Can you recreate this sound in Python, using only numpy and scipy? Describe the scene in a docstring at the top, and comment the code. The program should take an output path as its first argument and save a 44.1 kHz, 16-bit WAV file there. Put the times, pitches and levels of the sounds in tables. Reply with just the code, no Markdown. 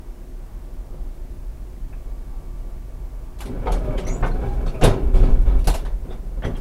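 """Inside a tram at a stop: the car hums and rumbles while its sliding door rolls along, squeaks and slams shut.
The door is a gear whine, stick-slip squeaks and random rolling forces filtered by the resonances of its panels.
Knocks and clicks of door, switchgear and running gear are decaying noise bursts; struck parts add ringing modes.
Brief rough tones are narrow bands of noise; the body on its springs is low noise shaken by jolts.
Steady machine tones and a swelling wash lie beneath.
"""
import sys
import numpy as np
from scipy import signal
from scipy.fft import rfft, irfft
from scipy.io import wavfile
from scipy.ndimage import uniform_filter1d

SR = 44100
rng = np.random.default_rng(int(sys.argv[2]) if len(sys.argv) > 2 else 0)


def transcribe(u):
    """Save the signal u as a 16-bit wav file named by the first command-line argument.

    u: samples, shape (n,) or (channels, n), limited to [-1, 1]; the rate is SR.
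    q: integer samples, one column per channel.
    """
    v = np.clip(np.atleast_2d(u).T, -1, 1)
    q = np.round(v * 32767).astype(np.int16)
    wavfile.write(sys.argv[1], SR, q)


N = 291456
TIME = np.arange(N) / SR
FREQS = np.fft.rfftfreq(N, 1 / SR)

# the door starts, rolls at an even effort and stops at the slam
DOOR_START_S, DOOR_ATTACK_S, DOOR_RELEASE_S, SLAM_S = 3.435, 0.031, 0.019, 4.84

# gear whine of the door drive, whose pitch follows the door's speed: start_s, pitch_hz, level_db
DRIVE = [(3.47, 200, -44), (3.53, 263.5, -38), (3.59, 400.7, -42), (3.68, 509.4, -41), (3.75, 584.3, -34.5),
         (3.83, 634.7, -39), (3.895, 614.4, -29.5), (3.96, 548, -37), (4.03, 583.7, -40), (4.08, 622, -40),
         (4.2, 695, -46), (4.32, 734, -46), (4.41, 790, -41.5), (4.53, 818.6, -37), (4.58, 765, -58),
         (4.67, 720, -44), (4.74, 640, -47), (4.8, 624, -34.5)]
# resonances of the door's panels: pitch_hz, width_hz, lift_db
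PANELS = [(121.4, 34, 6.5), (257, 22, 3.5), (378, 9.7, 7), (456, 10, 4), (542, 13, 2.5), (737, 5, 7.5),
          (1022, 49, 4), (1287, 15, 5), (2268, 41, 6), (2758, 12, 8.5), (3516, 33, 7.5), (3690, 50, 6)]
# resonances of the door's hanger: pitch_hz, width_hz, lift_db
HANGER = [(485, 33, 7.5), (735, 27, 2.6), (843, 39, 3.1), (900, 30, 3.2), (1248, 41, 10), (2160, 33, 7.3),
          (2330, 63, 9), (3150, 62, 4.4)]
# resonances of the door's runner: pitch_hz, width_hz, lift_db
RUNNER = [(250, 31, 3.4), (472, 42, 7.5), (716, 21, 8.5), (1200, 98, 7.2), (1490, 96, 8.5),
          (1793, 17, 15.8), (2130, 20, 13.4), (3520, 18, 14)]
# resonances of the switchgear: pitch_hz, width_hz, lift_db
SWITCH = [(730, 50, 3.8), (930, 80, 4.2), (1060, 90, 2.2), (1503, 66, 4.9), (3490, 110, 4.5)]
# resonances of the running gear: pitch_hz, width_hz, lift_db
GEAR = [(215, 25, 5.7), (286, 18, 7), (531, 25, 9.2), (1490, 28, 4.9), (1890, 89, 4.5), (3230, 130, 14),
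        (3880, 94, 5), (5300, 160, 8.7), (5950, 87, 12)]
# spectrum of small bright contacts, before tilt: pitch_hz, relative_db
CLICK_COLOUR = [(300, 5.5), (900, 11), (2000, 3), (3500, 0.5), (5000, -4.5), (7500, -10.5), (11000, -11),
                (13000, -17), (16000, -28)]


def drive(coast_db=-33, coast_hz=484, sag_hz_per_s=980, coast_s=0.26):
    """Gear meshing: the whine's pitch follows the door's speed, then swells and sinks once the slam frees it."""
    hz, db = follow(DRIVE)
    effort, _ = travel()
    t = np.clip(TIME - SLAM_S, 0, coast_s)
    swell = np.sin(np.pi * t / coast_s)
    coasting = amp(coast_db) * swell * gears(coast_hz - sag_hz_per_s * t)
    return amp(db) * effort * gears(hz) + coasting


def travel():
    """Kinematics of the door: its effort, 0-1, and its speed, taken from the whine as a share of the fastest."""
    attack = np.clip((TIME - DOOR_START_S) / DOOR_ATTACK_S, 0, 1)
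    release = np.clip((SLAM_S - TIME) / DOOR_RELEASE_S, 0, 1)
    hz = follow(DRIVE)[0]
    return attack * release, hz / hz.max()


def gears(hz, octave_db=-16, wobble=0.01194, wobble_hz=32, catch_db=2.5, catch_hz=24,
          grind_db=-8.5, grind_width_hz=70):
    """Random modulation: a gear tone and its octave waver in pitch and level inside a band of grinding."""
    turn = 2 * np.pi * np.cumsum(hz * (1 + wobble * drift(wobble_hz))) / SR
    harmonics = np.sin(turn) + amp(octave_db) * np.sin(2 * turn)
    catching = amp(catch_db * drift(catch_hz))  # the gears catch and let go unevenly
    return unit(unit(harmonics * catching) + amp(grind_db) * fuzzy(hz, grind_width_hz))


def squeak(width_hz=230, reach_hz=600, ring_width_hz=70, ring_s=0.028):
    """Stick-slip of a dry roller: a rough, mostly climbing tone wakes each ring it nears, and the ring lingers."""
    # the squeak itself: start_s, pitch_hz, level_db
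    slip = [(4.05, 5940, -51), (4.078, 5850, -39.5), (4.095, 6750, -41.5), (4.125, 6800, -42),
            (4.15, 7040, -40), (4.175, 7050, -61), (4.23, 7050, -70)]
    # fixed rings of the roller: pitch_hz, level_db
    roller_ring = [(5850, -9), (7900, -3)]
    hz, db = follow(slip)
    force = during(slip) * amp(db)
    keep = np.exp(-1 / (ring_s * SR))
    out = force * fuzzy(hz, width_hz)
    for mode_hz, mode_db in roller_ring:
        nearness = 1 / (1 + ((hz - mode_hz) / reach_hz) ** 2)
        woken = signal.lfilter([1 - keep], [1, -keep], force * nearness + 1e-12)
        out += amp(mode_db) * woken * fuzzy(mode_hz, ring_width_hz)
    return out


def rollers(rattle, bumps_per_s=150, bump_decay_s=0.017, smooth=0.75, drum_db=-36, roll_db=-33.0,
            speed_power=0.79, ease_db_per_s=4.0, rattle_roll_db=-6):
    """Forced vibration: bumps and a smooth rub drive the panels, by the door's motion and by the jolts' rattle."""
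    # low drumming of the panels: pitch_hz, relative_db
    drum_colour = [(45, -31), (70, -6), (115, -6), (170, -6), (215, -14.5), (400, -21.5), (800, -90)]
    # rolling of the door: pitch_hz, relative_db
    roll_colour = [(130, -23), (205, -5), (265, 1), (400, 0), (650, -2.5), (900, -9.5), (1300, -15.5),
                   (2200, -23), (3500, -32.5), (5000, -42), (10500, -60), (13000, -49), (16000, -72)]
    effort, speed = travel()
    bumps = (rng.random(N) < bumps_per_s / SR) * rng.choice([-1, 1], N)
    t = TIME[:SR // 10]
    spread = rng.standard_normal(len(t)) * np.exp(-t / bump_decay_s)
    bumps = signal.oaconvolve(bumps, spread)[:N]  # each spreads through the frame
    force = ringing(unit(bumps) + smooth * rng.standard_normal(N), PANELS)
    drumming = np.hypot(amp(drum_db) * effort, rattle)
    easing = amp(roll_db - ease_db_per_s * (TIME - DOOR_START_S))  # as the door settles in
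    rolling = np.hypot(easing * effort * speed ** speed_power, amp(rattle_roll_db) * rattle)
    drummed = drumming * coloured(force, read(drum_colour, FREQS))
    return drummed + rolling * coloured(force, read(roll_colour, FREQS))


def grit(level_db=-59.5, flicker_db=6.0, flicker_hz=25, tilt_db=4):
    """Friction noise: a fine, flickering scrape of the door along its guide, louder with speed."""
    effort, speed = travel()
    tilt = tilt_db * np.log2(np.maximum(FREQS, 2000) / 4000)  # dB per octave above 2 kHz
    scrape = coloured(rng.standard_normal(N), read(CLICK_COLOUR, FREQS) + tilt)
    return amp(level_db + flicker_db * drift(flicker_hz)) * effort * speed * scrape


def knocks(level_db=20, tilt_db=-2, pivot_hz=550, softening_order=2.35, bass_share=0.22, note_share=0.15,
           note_db=6, rise_s=0.0044, usual_t60_s=0.21, looseness=1.07):
    """Impact: harder contact reaches higher, a high note has less bass, a longer ring also builds up slowly."""
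    # blows: start_s, level_db (relative), upper corner_hz (hardness), t60_s (at 2 kHz),
    # contact's own note_hz, part struck
    blows = [(0.941, -32, 213, 0.13, 164, PANELS), (1.927, -50, 3000, 0.15, 1700, PANELS),
             (3.658, -32, 3050, 0.19, 320, HANGER), (3.669, -27, 2600, 0.21, 860, HANGER),
             (3.722, -36.5, 3500, 0.14, 1100, HANGER), (3.978, -32, 7200, 0.25, 2940, PANELS),
             (4.226, -24.5, 2004, 0.15, 1400, RUNNER), (4.239, -25, 2000, 0.2, 1090, RUNNER),
             (4.662, -35.5, 5860, 0.27, 1280, PANELS), (4.812, -25, 5020, 0.19, 730, PANELS),
             (4.822, -20.5, 5020, 0.39, 1080, PANELS), (4.836, -17.5, 13000, 0.24, 100, PANELS),
             (5.142, -38, 7200, 0.67, 3230, PANELS), (5.164, -32.5, 600, 0.4, 365, PANELS),
             (5.232, -39, 5360, 0.42, 1030, PANELS), (5.479, -38.5, 3500, 0.36, 1190, PANELS),
             (5.672, -28, 13000, 0.1, 570, SWITCH), (5.679, -23, 3000, 0.12, 860, SWITCH),
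             (5.743, -35.5, 6000, 0.16, 650, SWITCH), (5.85, -36.5, 4200, 0.21, 1790, SWITCH),
             (6.108, -42.5, 3960, 0.11, 1140, PANELS), (6.124, -41.5, 4500, 0.16, 1190, PANELS),
             (6.422, -36, 2000, 0.2, 1970, GEAR), (6.438, -30, 1900, 0.11, 263, GEAR),
             (6.448, -25.5, 2000, 0.1, 208, GEAR), (6.459, -39, 1500, 0.2, 358, GEAR),
             (6.492, -45, 1400, 0.18, 650, GEAR), (6.549, -43, 2820, 0.18, 784, GEAR)]
    # spectrum common to all blows, before tilt: pitch_hz, relative_db
    blow_colour = [(30, 3), (60, 6), (110, -5), (200, -8), (400, -6), (750, -4), (1100, -13), (1600, -13.5),
                   (2400, -15.5), (3800, -16.5), (5000, -17.5), (8000, -16), (11200, -11.5), (12500, -25.5),
                   (16000, -29)]
    out, hz = np.zeros(N), np.fft.rfftfreq(SR, 1 / SR) + 1
    colour_db = level_db + read(blow_colour, hz) + tilt_db * np.log2(np.maximum(hz, 100) / pivot_hz)
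    for s, db, corner_hz, t60, note_hz, part in blows:
        treble_loss = np.hypot(1, (hz / corner_hz) ** softening_order)
        bass_loss = np.hypot(1, bass_share * note_hz / hz)
        blow_db = db + colour_db - 20 * np.log10(treble_loss * bass_loss)
        blow = burst(blow_db, rise_s * (t60 / usual_t60_s) ** looseness, t60)
        note = lift(blow, note_hz, note_share * note_hz, note_db)
        add(out, s, ringing(blow + note, part) + struck(part, blow_db))
    return out


def burst(colour_db, rise, t60, bass_stretch=0.14, grain_db=3.0, ripple_db=2.0, chatter_db=0.52,
          contact=0.39, contact_s=0.00075):
    """Scattering: a first contact and a quick rise lead to an uneven, chattering decay, slower in the bass."""
    t = TIME[:SR]
    hz, at, z = signal.stft(rng.standard_normal(SR), SR, nperseg=256)
    band_t60 = t60 * (1 + bass_stretch * np.log2(2000 / np.clip(hz, 250, 12000)))
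    z *= 10 ** (-3 * at / band_t60[:, None])
    grain = uniform_filter1d(rng.standard_normal(z.shape), size=4, axis=0)
    z *= amp(grain_db * unit(uniform_filter1d(grain, size=8, axis=1)))
    tail = signal.istft(z, SR, nperseg=256)[1][:SR]
    # the many small modes of the part
    ripple = ripple_db * unit(uniform_filter1d(rng.standard_normal(len(colour_db)), size=130))
    chatter = amp(chatter_db * unit(uniform_filter1d(rng.standard_normal(SR), size=90)))
    first_contact = contact * t / contact_s * np.exp(1 - t / contact_s)
    attack = 1 - np.exp(-t / max(rise, 1e-4)) + first_contact
    fade = np.cos(np.pi * t / 2) ** 2  # reaches silence after 1 s
    return irfft(rfft(tail * chatter) * amp(colour_db + ripple), SR) * attack * fade


def struck(part, colour_db, ring_db=24, rise_s=0.0011):
    """Free vibration: the contact sets off a part's modes at once, and each wider mode dies sooner."""
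    t, freqs = TIME[:SR], np.fft.rfftfreq(SR, 1 / SR)
    ring = np.zeros(SR)
    for hz, width, lift_db in part:
        strength = amp(np.interp(hz, freqs, colour_db)) * (amp(lift_db) - 1) * 2 * np.pi * width / SR
        decay = np.exp(-np.pi * width * t)
        ring += strength * decay * np.sin(2 * np.pi * (hz * t + rng.random()))
    return amp(ring_db) * ring * (1 - np.exp(-t / rise_s))


def leaf(rise_s=0.0049, stiffening=0.059, settle_s=0.071, bending_below_hz=500):
    """Modal decay: the slammed leaf's modes start sharp, chiefly the low ones, and sink as it relaxes."""
    # modes of the door leaf: pitch_hz (once settled), level_db, t60_s
    modes = [(105, -11.5, 0.34), (171, -24, 0.56), (254.5, -31, 0.76), (379, -22, 0.85), (472, -24, 0.45),
             (533, -26, 0.33), (657, -23, 0.38), (736, -30, 0.42), (817, -35, 0.9), (890, -33, 0.36),
             (1050, -44, 0.38), (2480, -28, 0.17), (3750, -22.5, 0.11)]
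    t = np.maximum(TIME - SLAM_S, 0)
    lead_s = stiffening * settle_s * (1 - np.exp(-t / settle_s))
    ring = np.zeros(N)
    for hz, db, t60 in modes:
        cycles = hz * t + min(hz, bending_below_hz) * lead_s
        ring += amp(db - 60 * t / t60) * np.sin(2 * np.pi * (cycles + rng.random()))
    return ring * (1 - np.exp(-t / rise_s))


def shoves():
    """Damped oscillation: each heavy blow shoves the wall, which swings back and dies away."""
    # shoves of the wall: start_s, level_db, pitch_hz, t60_s
    swings = [(4.226, -12, 36, 0.19), (4.836, -5, 28.2, 0.2), (5.235, -20.5, 134.7, 0.25),
              (5.669, -9, 39, 0.23), (6.447, -16, 107, 0.07)]
    out, t = np.zeros(N), TIME[:SR]
    for s, db, hz, t60 in swings:
        add(out, s, amp(db - 60 * t / t60) * np.sin(2 * np.pi * hz * t))
    return out


def clicks(level_db=4.0, rise_s=0.0023, t60_s=0.27, tilt_db=6.0, softening_order=3.4):
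    """Brief impact of metal on metal: the harder the contact, the higher its spectrum reaches."""
    # relays, latches and rollers: start_s, level_db (relative), upper corner_hz
    contacts = [(3.388, -49, 14000), (3.405, -36.5, 12900), (3.456, -44.5, 12000), (3.719, -35, 10100),
                (4.07, -41, 12000), (4.261, -45.5, 11000), (4.474, -53, 8980), (4.838, -27.5, 12960),
                (5.414, -53.5, 14000), (5.589, -48, 14000), (5.643, -44, 14000), (5.672, -25.5, 18000),
                (5.696, -37, 14000), (5.739, -35, 15000), (5.75, -39, 15000), (5.851, -51, 12000),
                (6.121, -63, 12000), (6.447, -46, 11000), (6.565, -48.5, 12000)]
    out, hz = np.zeros(N), np.fft.rfftfreq(SR, 1 / SR)
    tilt = tilt_db * np.log2(np.maximum(hz, 2000) / 4000)  # dB per octave above 2 kHz
    colour_db = level_db + read(CLICK_COLOUR, hz) + tilt
    for s, db, corner_hz in contacts:
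        loss = np.hypot(1, (hz / corner_hz) ** softening_order)
        add(out, s, burst(db + colour_db - 20 * np.log10(loss), rise_s, t60_s))
    return out


def rough_tones(rise_s=0.0088, t60_s=0.2, width_hz=230):
    """Narrow-band noise: brief rough tones that swell and die."""
    # brief rough tones: start_s, pitch_hz, level_db
    tones = [(1.923, 2500, -56), (3.968, 3060, -42), (4.062, 2110, -42.5), (4.088, 2130, -42),
             (4.307, 4200, -53.5), (4.737, 2500, -45), (6.098, 3530, -53), (6.422, 2820, -48),
             (6.43, 3300, -44), (6.436, 1920, -39), (6.44, 5950, -53)]
    out, t = np.zeros(N), TIME[:SR // 3]
    freqs = np.fft.rfftfreq(len(t), 1 / SR)
    shape = np.minimum(t / rise_s, 1) * amp(-60 * np.maximum(t - rise_s, 0) / t60_s)
    for s, hz, db in tones:
        band = np.exp(-((freqs - hz) / width_hz) ** 2)
        tone = unit(irfft(rfft(rng.standard_normal(len(t))) * band, len(t)))
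        add(out, s, amp(db) * shape * tone)
    return out


def jolts():
    """Incoherent addition: the jolts' rocking of the body and rattling of the panels add up in power."""
    # jolts, before the sway is added: start_s, rocking_db, rattle_db
    shocks = [(3.701, -22, -36), (3.87, -26, -30), (4.049, -41.5, -32.5), (4.22, -39, -28.5),
              (4.409, -46, -29.5), (4.814, -15, -19), (5.019, -14, -34.5), (5.127, -7.5, -27.5),
              (5.219, -21, -25.5), (5.29, -9.5, -50), (5.446, -11.5, -29), (5.539, -14.5, -35),
              (5.66, -22, -43), (5.81, -23, -39.5), (6.038, -42, -38.5), (6.118, -29, -45),
              (6.36, -28, -41.5), (6.439, -29, -30)]
    rocking, rattle = np.zeros(N), np.zeros(N)
    for s, rocking_db, rattle_db in shocks:
        rocking += (amp(rocking_db) * dying(s, 0.56, sway_db=-15, sway_t60=3.3)) ** 2
        rattle += (amp(rattle_db) * dying(s, 0.75, sway_db=-23.5, sway_t60=7)) ** 2
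    return np.sqrt(rocking), np.sqrt(rattle)


def dying(s, t60, sway_db, sway_t60, rise_s=0.019):
    """Double decay: a jolt swells, dies quickly and leaves a slow sway; both t60 values in seconds."""
    t = np.maximum(TIME - s, 0)
    after = np.maximum(t - rise_s, 0)
    return np.minimum(t / rise_s, 1) * (amp(-60 * after / t60) + amp(sway_db - 60 * after / sway_t60))


def body(rocking, door_db=-23, steadiness=0.29, boom_hz=48, boom_width_hz=11, boom_db=-10, boom_growth=0.22):
    """Mass on springs: noise throbs at the body's low resonance, and a higher floor boom grows with hard jolts."""
    # spectrum of the body on its springs: pitch_hz, relative_db
    springs = [(12, -12.5), (21, -3.5), (28, 2.5), (35, 3), (46, -1), (62, -12), (90, -25.5), (160, -76.5)]
    # steady part of the shaking: start_s, level_db
    steady = [(0, -35.5), (1, -30), (2.2, -29.5), (3.3, -31), (6.6, -27.5)]
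    effort, speed = travel()
    door_shake = amp(door_db) * effort * speed
    shake = np.sqrt(amp(follow(steady)[0]) ** 2 + door_shake ** 2 + rocking ** 2)
    throb = coloured(rng.standard_normal(N), read(springs, FREQS))
    strength = np.sqrt(uniform_filter1d(throb ** 2, size=5000) + 1e-9)
    boom = amp(boom_db) * (shake / shake.max()) ** boom_growth * fuzzy(boom_hz, boom_width_hz)
    return shake * (unit(throb / strength ** steadiness) + boom)  # the throb's own swells partly evened out


def idle(wander=0.00407, wander_hz=8.5, hum_db=-2.0, whistle_above_hz=800):
    """Tonal machine noise: the auxiliary machines' lines waver in pitch over the wash."""
    # machine hum, before hum_db and the whistle curve: pitch_hz, level_db
    hum = [(258.4, -56), (360.7, -58.5), (629.8, -63.5), (904.4, -73), (1157, -71), (2245, -79.5)]
    # the thin upper whistles come and go: start_s, lift_db
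    whistle = [(0, 1), (1.8, -2), (2.1, 9), (2.9, 7), (3.3, 5), (6.6, -15)]
    out = wash()
    whistle_db = follow(whistle)[0]
    for hz, db in hum:
        level_db = db + hum_db + (hz > whistle_above_hz) * whistle_db
        turn = 2 * np.pi * hz * np.cumsum(1 + wander * drift(wander_hz)) / SR
        out += amp(level_db) * np.sqrt(2) * np.sin(turn)
    return out


def wash(level_db=-45, swell_db=1.47, swell_hz=5):
    """Broadband noise of fans and street: each low and middle band swells and sinks on its own."""
    # spectrum of the waiting car: pitch_hz, relative_db
    colour = [(41, -42), (70, -3), (118, 1.5), (185, -7.5), (254, -7), (291, -11.5), (356, -5), (390, -12),
              (641, -15.5), (822, -18), (1130, -22.5), (1230, -24.5), (3330, -35), (15500, -38)]
    edges = [0, 180, 400, 750, 1400]  # Hz; steady above the last
    z = rfft(coloured(rng.standard_normal(N), read(colour, FREQS)))
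    out = irfft(z * (FREQS >= edges[-1]), N)
    for lo, hi in zip(edges, edges[1:]):
        band = irfft(z * (FREQS >= lo) * (FREQS < hi), N)
        out += band * unit(amp(swell_db * drift(swell_hz)))
    return amp(level_db) * out


def cabin(x):
    """Reverberation: the hard-walled car adds a diffuse tail whose decay time depends on frequency."""
    # decay of the car: pitch_hz, t60_s
    decay = [(100, 1), (500, 0.44), (2000, 0.31), (8000, 0.14), (16000, 0.16)]
    hz, t, z = signal.stft(rng.standard_normal(SR), SR, nperseg=256)
    tail = signal.istft(z * 10 ** (-3 * t / read(decay, hz)[:, None]), SR, nperseg=256)[1]
    return signal.fftconvolve(x, tail / np.linalg.norm(tail))[:N]


def ringing(x, part):
    """Superposition: a force passes through the parallel resonances of one part."""
    return x + sum(lift(x, *mode) for mode in part)


def lift(x, hz, width, lift_db):
    """Resonance: the ring that, added to the direct sound, raises it by lift_db at hz."""
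    return (amp(lift_db) - 1) * signal.lfilter(*signal.iirpeak(hz, hz / width, fs=SR), x)


def fuzzy(hz, width_hz):
    """Narrow-band noise: slow chance in quadrature carried along a pitch curve gives a rough tone."""
    turn = 2 * np.pi * np.cumsum(hz * np.ones(N)) / SR
    return unit(drift(width_hz) * np.cos(turn) + drift(width_hz) * np.sin(turn))


def drift(rate_hz):
    """Low-pass noise: smooth chance, cut gradually around a rate, at an rms of 1."""
    return unit(irfft(rfft(rng.standard_normal(N)) * np.exp(-(FREQS / rate_hz) ** 2), N))


def coloured(x, db):
    """Spectral shaping: filters x by a gain in dB, then sets an rms of 1."""
    return unit(irfft(rfft(x) * amp(db), N))


def amp(db):
    """Level to amplitude: decibels become gain."""
    return 10 ** (np.asarray(db) / 20)


def unit(x):
    """Normalisation: scales to an rms of 1."""
    return x / np.sqrt(np.mean(x ** 2) + 1e-20)


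def read(points, hz):
    """Logarithmic pitch: reads a spectrum on a log-frequency axis."""
    f, value = np.transpose(points)
    return np.interp(np.log(hz + 1), np.log(f + 1), value)


def follow(rows):
    """Linear interpolation: each column of a timed curve, sample by sample."""
    s, *columns = np.transpose(rows)
    return [np.interp(TIME, s, c) for c in columns]


def during(rows):
    """Gating: one while a curve lasts, zero outside it."""
    return (TIME > rows[0][0]) & (TIME < rows[-1][0])


def add(mix, s, sound):
    """Superposition: lays a sound into the mix at s seconds."""
    part = mix[round(s * SR):][:len(sound)]
    part += sound[:len(part)]


def scene():
    """Sum of pressures: door, knocks and waiting car in one channel; whine and squeak also reverberate."""
    rocking, rattle = jolts()
    whine, squeal = drive(), squeak()
    direct = amp(-1.3) * whine + amp(-2.0) * squeal
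    door = direct + cabin(amp(-10.5) * whine + amp(-5.5) * squeal)
    door += rollers(rattle) + grit()
    blows = knocks() + leaf() + shoves() + clicks()
    return (door + blows + rough_tones() + body(rocking) + idle())[None]


def record(dry, knee=0.75, headroom=0.2, edge_hz=15800):
    """Saturation and band limiting: peaks above the knee are rounded off, then a low-pass cuts the top."""
    held = np.clip(dry, -knee, knee)
    rounded = held + headroom * np.tanh((dry - held) / headroom)
    lowpass = signal.firwin(1023, edge_hz, window=("kaiser", 9), fs=SR)
    return signal.oaconvolve(rounded, lowpass[None], "same")


dry = scene()
out = record(dry)
transcribe(out)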